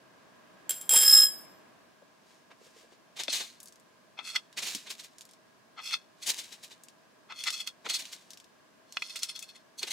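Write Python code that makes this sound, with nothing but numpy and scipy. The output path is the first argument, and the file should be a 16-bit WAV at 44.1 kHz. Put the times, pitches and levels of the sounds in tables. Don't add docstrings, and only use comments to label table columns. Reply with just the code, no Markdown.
import sys
import numpy as np
from scipy import signal
from scipy.fft import rfft, irfft
from scipy.io import wavfile

SR = 44100
rng = np.random.default_rng(int(sys.argv[2]) if len(sys.argv) > 2 else 0)


def dump(signal):
    limited = np.clip(np.atleast_2d(signal).T, -1, 1)
    pcm = np.round(limited * 32767).astype(np.int16)
    wavfile.write(sys.argv[1], SR, pcm)


N = 437472
T = np.arange(N) / SR

# (frequency [Hz], gain [dB])
AIR_EQ = [(30, -26.5), (60, -18.5), (124, -4), (230, 0), (380, -2), (800, -7.5), (1400, -11), (2700, -13.5),
          (5000, -24), (15800, -36.5)]
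# (frequency [Hz], width [Hz], level [dB])
AIR_HUMS = [(218.7, 84, -76.5), (638, 43, -73), (1047.4, 150, -72.5), (1633, 85, -74.5)]
# (time [s], level [dB])
AIR_LEVELS = [(0, -61.5), (1.35, -55.5), (2.0, -64), (9.92, -64)]
# (frequency [Hz], gain [dB])
HISS_EQ = [(200, -9), (2500, -6.5), (5000, -4), (8000, -10), (15800, -19.5)]
# (frequency [Hz], level [dB], free t60 [s], lateness [0 = at once, 1 = as it settles])
STEEL_MODES = [(1233, -55, .3, .7), (1292, -56, .3, .7), (1678, -46, .35, .6), (3228, -38, .3, 0),
               (3698, -50, .25, .2), (5132, -23.5, .2, 1), (5190, -24, .2, 1), (6480, -51, .2, .2),
               (7530, -33, .12, .1), (7598, -25, .2, .15), (9028, -54, .2, .5), (9620, -45, .15, .3),
               (10265, -37, .15, 0), (10375, -30.5, .15, .15), (11499, -50, .2, .3), (13071, -50, .14, .3),
               (13392, -39, .12, .2), (13523, -32, .13, .3), (13997, -52, .15, .3), (14272, -50, .17, .3),
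               (14438, -54, .15, .3), (15396, -52, .12, .5)]
# (time [s], force [dB])
STEEL_BLOWS = [(0.6941, 8), (.707, 9), (.813, -4.5), (.893, 11.5), (0.907, 4), (0.9375, 14), (.976, 11.5),
               (1.009, 13), (1.022, 11.5), (1.03, 4.5), (1.079, 9.5), (1.095, 8), (1.126, 3.5),
               (1.176, 3.5)]
# (frequency [Hz], gain [dB])
COUNTER_EQ = [(30, -19.5), (90, -17.5), (190, 2.5), (300, -5.5), (480, 6), (1000, 3.5), (2700, 9),
              (5000, 6), (10000, 3.5), (15500, -16)]
# (time [s], level [dB], pitch [Hz])
SOFT_THUDS = [(0.925, -34, 454), (.94, -25, 900), (2.019, -47, 508), (2.922, -46, 490), (3.283, -29, 618),
              (3.284, -38, 305), (4.63, -48, 506), (4.749, -38, 267), (7.867, -41, 400), (8.021, -49, 236),
              (9.831, -40, 371)]
# (crest [s], level [dB], rise and fall [s], tilt [dB/oct])
FINGER_RUBS = [(2.329, -67, 0.081, -2), (2.517, -54.5, 0.013, -11.5), (2.67, -63, 0.064, -1),
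               (2.799, -61, 0.056, -2), (2.929, -65, 0.024, -3.5)]
# (frequency [Hz], gain [dB])
SOIL_EQ = [(60, -31), (200, -12), (600, -10), (1300, -9), (2400, 0.5), (3500, 0.5), (5000, 1.5),
           (7500, -0.5), (10000, -7), (13000, -12), (15800, -19)]
# (crest [s], level [dB], tilt [dB/oct], scoop ring [dB])
SOIL_CLUMPS = [(3.175, -42.5, -3, -8), (3.202, -31.5, -2.5, -4.5), (3.303, -31.5, 3, 12),
               (3.41, -35.5, -3.5, -11), (4.584, -30.5, -2.2, -22), (4.632, -32.5, -1, -27),
               (4.873, -43.5, -4, -2), (4.909, -35, -0.1, -28), (5.0, -42.5, 0, -22),
               (5.046, -46, 0.5, -16), (6.232, -39, 3, 3), (6.275, -28, 2, -12), (6.392, -34.5, 0.5, -9),
               (6.531, -43.5, -1, -14), (6.641, -43, .5, -18), (6.719, -48, -2, -8), (7.862, -37, -7, -8),
               (7.901, -27.5, .5, 2), (7.999, -37, 0.5, -22), (8.132, -41, 0, -24), (9.793, -38, 8, 6),
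               (9.832, -35.5, -3, -5), (9.88, -37.5, -2, -13)]
# (crest [s], level [dB], rise [s], fall [s], tilt [dB/oct], scoop ring [dB], trickle [dB])
SCOOPFULS = [(3.337, -29, .016, 0.064, .7, -3.5, -65), (4.675, -34.5, 0.033, 0.075, -.3, -29, -51),
             (6.302, -23.5, 0.015, 0.0086, 1, -13, -45.5), (7.95, -27.5, 0.015, 0.016, 3.3, 3, -46.5),
             (9.915, -30.5, 0.01, 0.013, 1, -2, -50)]
# (frequency [Hz], width [Hz], gain [dB])
SCOOP_MODES = [(800, 200, -18), (1330, 150, -3), (2070, 110, -4), (2600, 80, -.5), (2850, 80, -9),
               (3350, 100, 2), (3580, 50, -1), (4280, 110, 2.5), (4800, 90, -7), (5210, 160, -6),
               (6170, 200, -7), (7030, 160, -11), (7870, 130, -12), (8640, 130, -14), (9600, 150, -15),
               (10700, 130, -19)]
# (frequency [Hz], gain [dB])
SHELL_EQ = [(200, -17), (700, -5.5), (1300, -3), (4000, 6), (8000, 4.5), (15000, 2.5)]
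# (time [s], level [dB], pitch [Hz])
STONE_HITS = [(3.2341, -27.5, 4600), (3.327, -27, 4450), (3.6286, -40, 9300), (4.5264, -46, 4000),
              (4.7479, -24.5, 5340), (5.208, -35.5, 5040), (5.908, -31, 3400), (6.438, -44, 6500),
              (7.437, -24.5, 4450), (7.5028, -25.5, 5000), (8.0525, -35.5, 4230), (8.1306, -34.5, 4350),
              (8.9226, -37.5, 5970), (9.071, -45, 5960), (9.158, -29, 4800), (9.19, -33.5, 4900),
              (9.231, -18, 5460), (9.3903, -32, 5900), (9.4248, -32, 6800)]
# (start [s], first level [dB], pitch [Hz], length [s])
STONE_SKITTERS = [(3.601, -38.5, 6370, .22), (5.182, -41, 5430, .18), (6.8346, -41, 6200, .08),
                  (8.304, -37.5, 4960, .16)]
# (time [s], level [dB], tilt [dB/oct])
SCOOP_KNOCKS = [(3.2809, -23, -7.5), (4.189, -28, -12), (4.359, -17.5, 0.5), (4.3619, -18, -1),
                (7.322, -34.5, -7.5), (7.470, -26, 0.5), (7.482, -22, -4), (7.533, -39, -2),
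                (7.674, -24, 4.5), (7.864, -28.5, -10.5), (8.9692, -20, -6), (9.0211, -23, -4.5),
                (9.157, -34.5, -7), (9.830, -22.5, 0.5)]
# (frequency [Hz], gain [dB])
KNOCK_EQ = [(150, -22), (500, -10), (1200, -2.5), (2400, 5), (4200, 6.5), (7000, 0), (15000, -13)]
# (entry [s], bite [s], entry [dB], scrape [dB], bite [dB])
DIG_STROKES = [(4.193, 4.363, -43, -39.5, -30), (5.789, 5.938, -40.5, -38, -26.5),
               (7.314, 7.478, -42, -41, -27)]
# (first jerk [s], last jerk [s], strongest [s], level [dB], creep [dB])
SCOOP_SHAKES = [(7.535, 7.677, 7.57, -31.5, -41), (8.969, 9.56, 9.27, -34, -48)]
# (frequency [Hz], gain [dB])
SCRAPE_EQ = [(150, -31), (500, -29), (1200, -4), (2500, -17.5), (4500, 10), (7000, -12), (10000, -4),
             (13000, -8.5), (15500, -51)]

SLIDE_CREST_S = .25


def undb(db):
    return 10 ** (np.asarray(db) / 20)


def unit(x):
    return x / np.sqrt(np.mean(x ** 2) + 1e-30)


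def add(track, at_s, sound):
    i = max(int(at_s * SR), 0)
    part = sound[:max(N - i, 0)]
    track[i:i + len(part)] += part


def colour(x, points, tilt_db_oct=0, size=2048):
    octave = np.log2(np.maximum(np.fft.rfftfreq(size, 1 / SR), 10))
    hz, db = np.transpose(points)
    db = np.interp(octave, np.log2(hz), db) + tilt_db_oct * np.clip(octave - np.log2(4000), -2, 1.5)
    cepstrum = irfft(np.log(undb(db)))
    cepstrum[1:size // 2] *= 2
    cepstrum[size // 2 + 1:] = 0
    return signal.fftconvolve(x, irfft(np.exp(rfft(cepstrum))))[:len(x)]


def resonate(x, hz, width_hz):
    return signal.lfilter(*signal.iirpeak(hz, hz / width_hz, fs=SR), x)


def wobble(rate_hz, size):
    knots = rng.standard_normal(4000)
    return np.interp(np.arange(size) * rate_hz / SR, np.arange(len(knots)), knots)


def grains(per_s, spread_db, size):
    hits = rng.random(size) < per_s / SR
    strength = np.minimum(rng.exponential(size=size), 4)
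    sign = rng.choice([-1, 1], size)
    return unit(hits * sign * undb(spread_db * strength))


def slide(rise_s, fall_s, per_s, spread_db, straggle_db):
    t = np.arange(SR * 3 // 4) / SR - SLIDE_CREST_S
    swell = np.exp(-(np.minimum(t, 0) / rise_s) ** 2)
    after_s = np.maximum(t, 0)
    envelope = swell * np.exp(-(after_s / fall_s) ** 1.2)
    stragglers = undb(straggle_db) * swell * np.exp(-after_s / .077) * grains(640, 5, len(t))
    return envelope * grains(per_s, spread_db, len(t)) + stragglers, np.sqrt(np.mean(envelope ** 2))


def room_tone():
    def air():
        rumble = undb(-67.5) * unit(colour(rng.standard_normal(N), AIR_EQ, size=8192))
        hums = sum(undb(db) * unit(resonate(rng.standard_normal(N), hz, width_hz))
                   for hz, width_hz, db in AIR_HUMS)
        return unit(rumble + hums)
    times_s, levels_db = np.transpose(AIR_LEVELS)
    hiss = np.array([unit(colour(rng.standard_normal(N), HISS_EQ)) for _ in range(2)])
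    mid = air()
    side = undb(-2) * air() * np.array([[1], [-1]])
    return undb(np.interp(T, times_s, levels_db)) * (mid + side) + undb(-70) * hiss


def settling(t):
    touch_s, drop_s, land_s, flat_s = .705, .9, .97, 1.24
    touched_s, dropped_s = np.maximum(t - touch_s, 0), np.maximum(t - drop_s, 0)
    graze = (t > touch_s) * undb(-12 - 135 * touched_s)
    chatter_db = 1 - 16 * dropped_s - 380 * np.maximum(t - flat_s, 0)
    landing_db = 4.5 * np.exp(-((t - land_s) / .014) ** 2)
    force = graze + np.minimum(dropped_s / .014, 1) * undb(chatter_db + landing_db)
    late_db = -14 + 26.5 * np.exp(-((t - 1.163) / .16) ** 2)
    grip = 1 + 1.8 * np.exp(-touched_s / .39)
    return force, late_db, grip


def steel_tool():
    t = T[:2 * SR]
    force, late_db, grip = settling(t)
    damped_s = np.cumsum(grip) / SR
    chatter = force * undb(-19 + 2.5 * wobble(110, len(t)))
    blows = np.zeros(len(t))
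    for at_s, db in STEEL_BLOWS:
        add(blows, at_s, undb([db]))
    ring = 0
    for hz, db, t60_s, lateness in STEEL_MODES:
        drive = (chatter * undb(lateness * late_db)) ** 2 + (blows * undb(-.5 - 20 * lateness)) ** 2
        power = drive * undb(2 * wobble(35, len(t))) ** 2
        fade = undb(-60 * damped_s / t60_s) ** 2
        energy = fade * np.cumsum(power / fade)
        nudges_rad = .5 * np.sqrt(power / (energy + 1e-18)) * rng.standard_normal(len(t))
        bounce = undb(2 * (1.5 - lateness) * wobble(70, len(t)))
        tone = np.sqrt(2) * np.sin(2 * np.pi * hz * t + np.cumsum(nudges_rad))
        ring = ring + undb(db - 6) * unit(np.sqrt(energy) * bounce) * tone
    crack_t = T[:SR // 8]
    crack_envelope = np.exp(-crack_t / .00099) + undb(-12) * np.exp(-crack_t / .026)
    crack = rng.standard_normal(len(crack_t)) * crack_envelope
    cracks = colour(signal.fftconvolve(blows, crack)[:len(t)], COUNTER_EQ, tilt_db_oct=3.25)
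    scrape = colour(chatter * grains(7000, 5.2, len(t)), COUNTER_EQ, tilt_db_oct=-1.43)
    out = np.zeros(N)
    add(out, 0, ring + undb(-45) * unit(cracks) + undb(-46) * unit(scrape))
    return out


def thuds():
    out, t = np.zeros(N), T[:SR // 8]
    for at_s, db, hz in SOFT_THUDS + pot_rocking():
        push = rng.standard_normal(len(t)) * np.exp(-t / .0062)
        thud = resonate(resonate(push, hz, .5 * hz), hz, .34 * hz)
        add(out, at_s, undb(db) * thud / np.abs(thud).max())
    return out


def brushing():
    out = np.zeros(N)
    for crest_s, db, ramp_s, tilt in FINGER_RUBS:
        rub, rms = slide(ramp_s, ramp_s, per_s=17000, spread_db=5.5, straggle_db=-30)
        add(out, crest_s - SLIDE_CREST_S, undb(db) * rms * unit(colour(rub, SOIL_EQ, tilt)))
    return out


def pot_rocking(from_s=2.55, to_s=2.91, count=5):
    rows = []
    for k, (late, loud, high) in enumerate(rng.random((count, 3))):
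        at_s = from_s + (to_s - from_s) * (k + late) / count
        rows.append((at_s, -49.5 + 6 * (loud - .5), 489 * (1 + .17 * (high - .5))))
    return rows


def scoop_ring(push):
    spot_db = 2 * rng.standard_normal(len(SCOOP_MODES))
    return sum((-1) ** k * undb(db + spot_db[k]) * resonate(push, hz, width_hz)
               for k, (hz, width_hz, db) in enumerate(SCOOP_MODES))


def falling_mix():
    pours = [row[:-1] for row in SCOOPFULS]
    trickles = [(crest_s, db, .067, .16, -1.2, -15) for crest_s, *_, db in SCOOPFULS]
    clumps = [(crest_s, db, .011, .016, tilt, ring_db) for crest_s, db, tilt, ring_db in SOIL_CLUMPS]
    out = np.zeros(N)
    for crest_s, db, rise_s, fall_s, tilt, ring_db in pours + trickles + clumps:
        grit, rms = slide(rise_s, fall_s, per_s=8000, spread_db=3, straggle_db=-17)
        soil = unit(colour(grit, SOIL_EQ, tilt))
        shell = undb(ring_db) * unit(colour(scoop_ring(grit), SHELL_EQ, tilt))
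        add(out, crest_s - SLIDE_CREST_S, undb(db) * rms * unit(soil + shell))
    rasp = undb(-3.5) * resonate(out, hz=4040, width_hz=470)
    return out + rasp


def stone_hops(hop_s=.032, fade_db_per_s=71):
    rows = []
    for start_s, db, hz, length_s in STONE_SKITTERS:
        count = max(round(length_s / hop_s), 1)
        for k, (late, loud, high) in enumerate(rng.standard_normal((count, 3))):
            after_s = hop_s * (k + .3 * late * (k > 0))
            hop_db = db - fade_db_per_s * after_s + .5 * loud
            rows.append((start_s + after_s, hop_db, hz * np.exp(.1 * high)))
    return rows


def stones():
    out, t = np.zeros(N), T[:SR // 10]
    attack = (1 - np.exp(-t / .0006)) ** 2
    envelope = attack * (np.exp(-t / .00063) + undb(-24) * np.exp(-t / .013))
    for at_s, db, hz in STONE_HITS + stone_hops():
        burst = rng.standard_normal(len(t)) * envelope
        tick = resonate(resonate(burst, hz, .9 * min(hz, 9000)), hz, SR / 5)
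        add(out, at_s + .000982, undb(db) * tick / np.abs(tick).max())
    return out


def knocks():
    out, t = np.zeros(N), T[:SR // 6]
    for at_s, db, tilt in SCOOP_KNOCKS:
        push = signal.unit_impulse(len(t)) + .31 * rng.standard_normal(len(t)) * np.exp(-t / .0018)
        knock = colour(push + undb(15.5) * scoop_ring(push), KNOCK_EQ, tilt)
        add(out, at_s, undb(db) * knock / np.abs(knock).max())
    return out


def scoop_moves(swing_s=.067, fade_db_per_s=60):
    moves = []
    for entry_s, bite_s, entry_db, scrape_db, bite_db in DIG_STROKES:
        moves.append((entry_s, entry_db, .015, .018, -11))
        moves.append((entry_s + .56 * (bite_s - entry_s), scrape_db, .04, .05, 1.5))
        moves.append((bite_s, bite_db, .015, .014, -3))
    for first_s, last_s, strongest_s, db, creep_db in SCOOP_SHAKES:
        for jerk_s in np.linspace(first_s, last_s, round((last_s - first_s) / swing_s) + 1):
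            moves.append((jerk_s, db - fade_db_per_s * abs(jerk_s - strongest_s), .011, .013, 2))
        half_s = (last_s - first_s) / 2
        moves.append((first_s + .5 * half_s, creep_db, .5 * half_s, .74 * half_s, 2.2))
    return moves


def digging():
    out = np.zeros(N)
    for crest_s, db, rise_s, fall_s, tilt in scoop_moves():
        grit, rms = slide(rise_s, fall_s, per_s=5400, spread_db=4.5, straggle_db=-34.5)
        shell = unit(colour(scoop_ring(grit), SHELL_EQ, tilt))
        scrape = undb(-13) * unit(colour(grit, SCRAPE_EQ, tilt))
        add(out, crest_s - SLIDE_CREST_S, undb(db) * rms * unit(shell + scrape))
    return out


def kitchen(x, early_db, tail_db, low_t60_s):
    t = T[:SR * 3 // 4]
    split = signal.butter(2, 7000, fs=SR)
    early = undb(early_db) * unit(rng.standard_normal(len(t)) * (t > .0004) * np.exp(-t / .005))
    ears = []
    for side in (1, -1):
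        low, high = rng.standard_normal((2, len(t)))
        low = signal.lfilter(*split, low) * undb(-60 * t / low_t60_s)
        high = (high - signal.filtfilt(*split, high)) * undb(-60 * t / (1.3 * low_t60_s))
        tail = undb(tail_db) * unit((t > .006) * (low + high))
        echo = (side * early + tail) / np.sqrt(len(t))
        ears.append(x + signal.fftconvolve(x, echo)[:N])
    return np.array(ears)


def scene():
    potting = (undb(-.5) * digging() + undb(-1.88) * falling_mix() + undb(1.5) * brushing()
               + undb(2) * knocks() + undb(4) * stones() + undb(-2.5) * thuds())
    tool = kitchen(steel_tool(), early_db=-17.5, tail_db=-12.5, low_t60_s=.41)
    pan_db = .3 + 1.1 * wobble(25, N)
    potting = kitchen(potting, early_db=-7.5, tail_db=-17, low_t60_s=.083)
    return tool * undb([[-.7], [.7]]) + potting * undb([pan_db, -pan_db]) + room_tone()


def record(dry, bass_hz=60, top_hz=15750):
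    thin = signal.sosfilt(signal.butter(1, bass_hz, "high", fs=SR, output="sos"), dry)
    return signal.sosfilt(signal.ellip(10, .2, 80, top_hz, fs=SR, output="sos"), thin)


dry = scene()
out = record(dry)
dump(out)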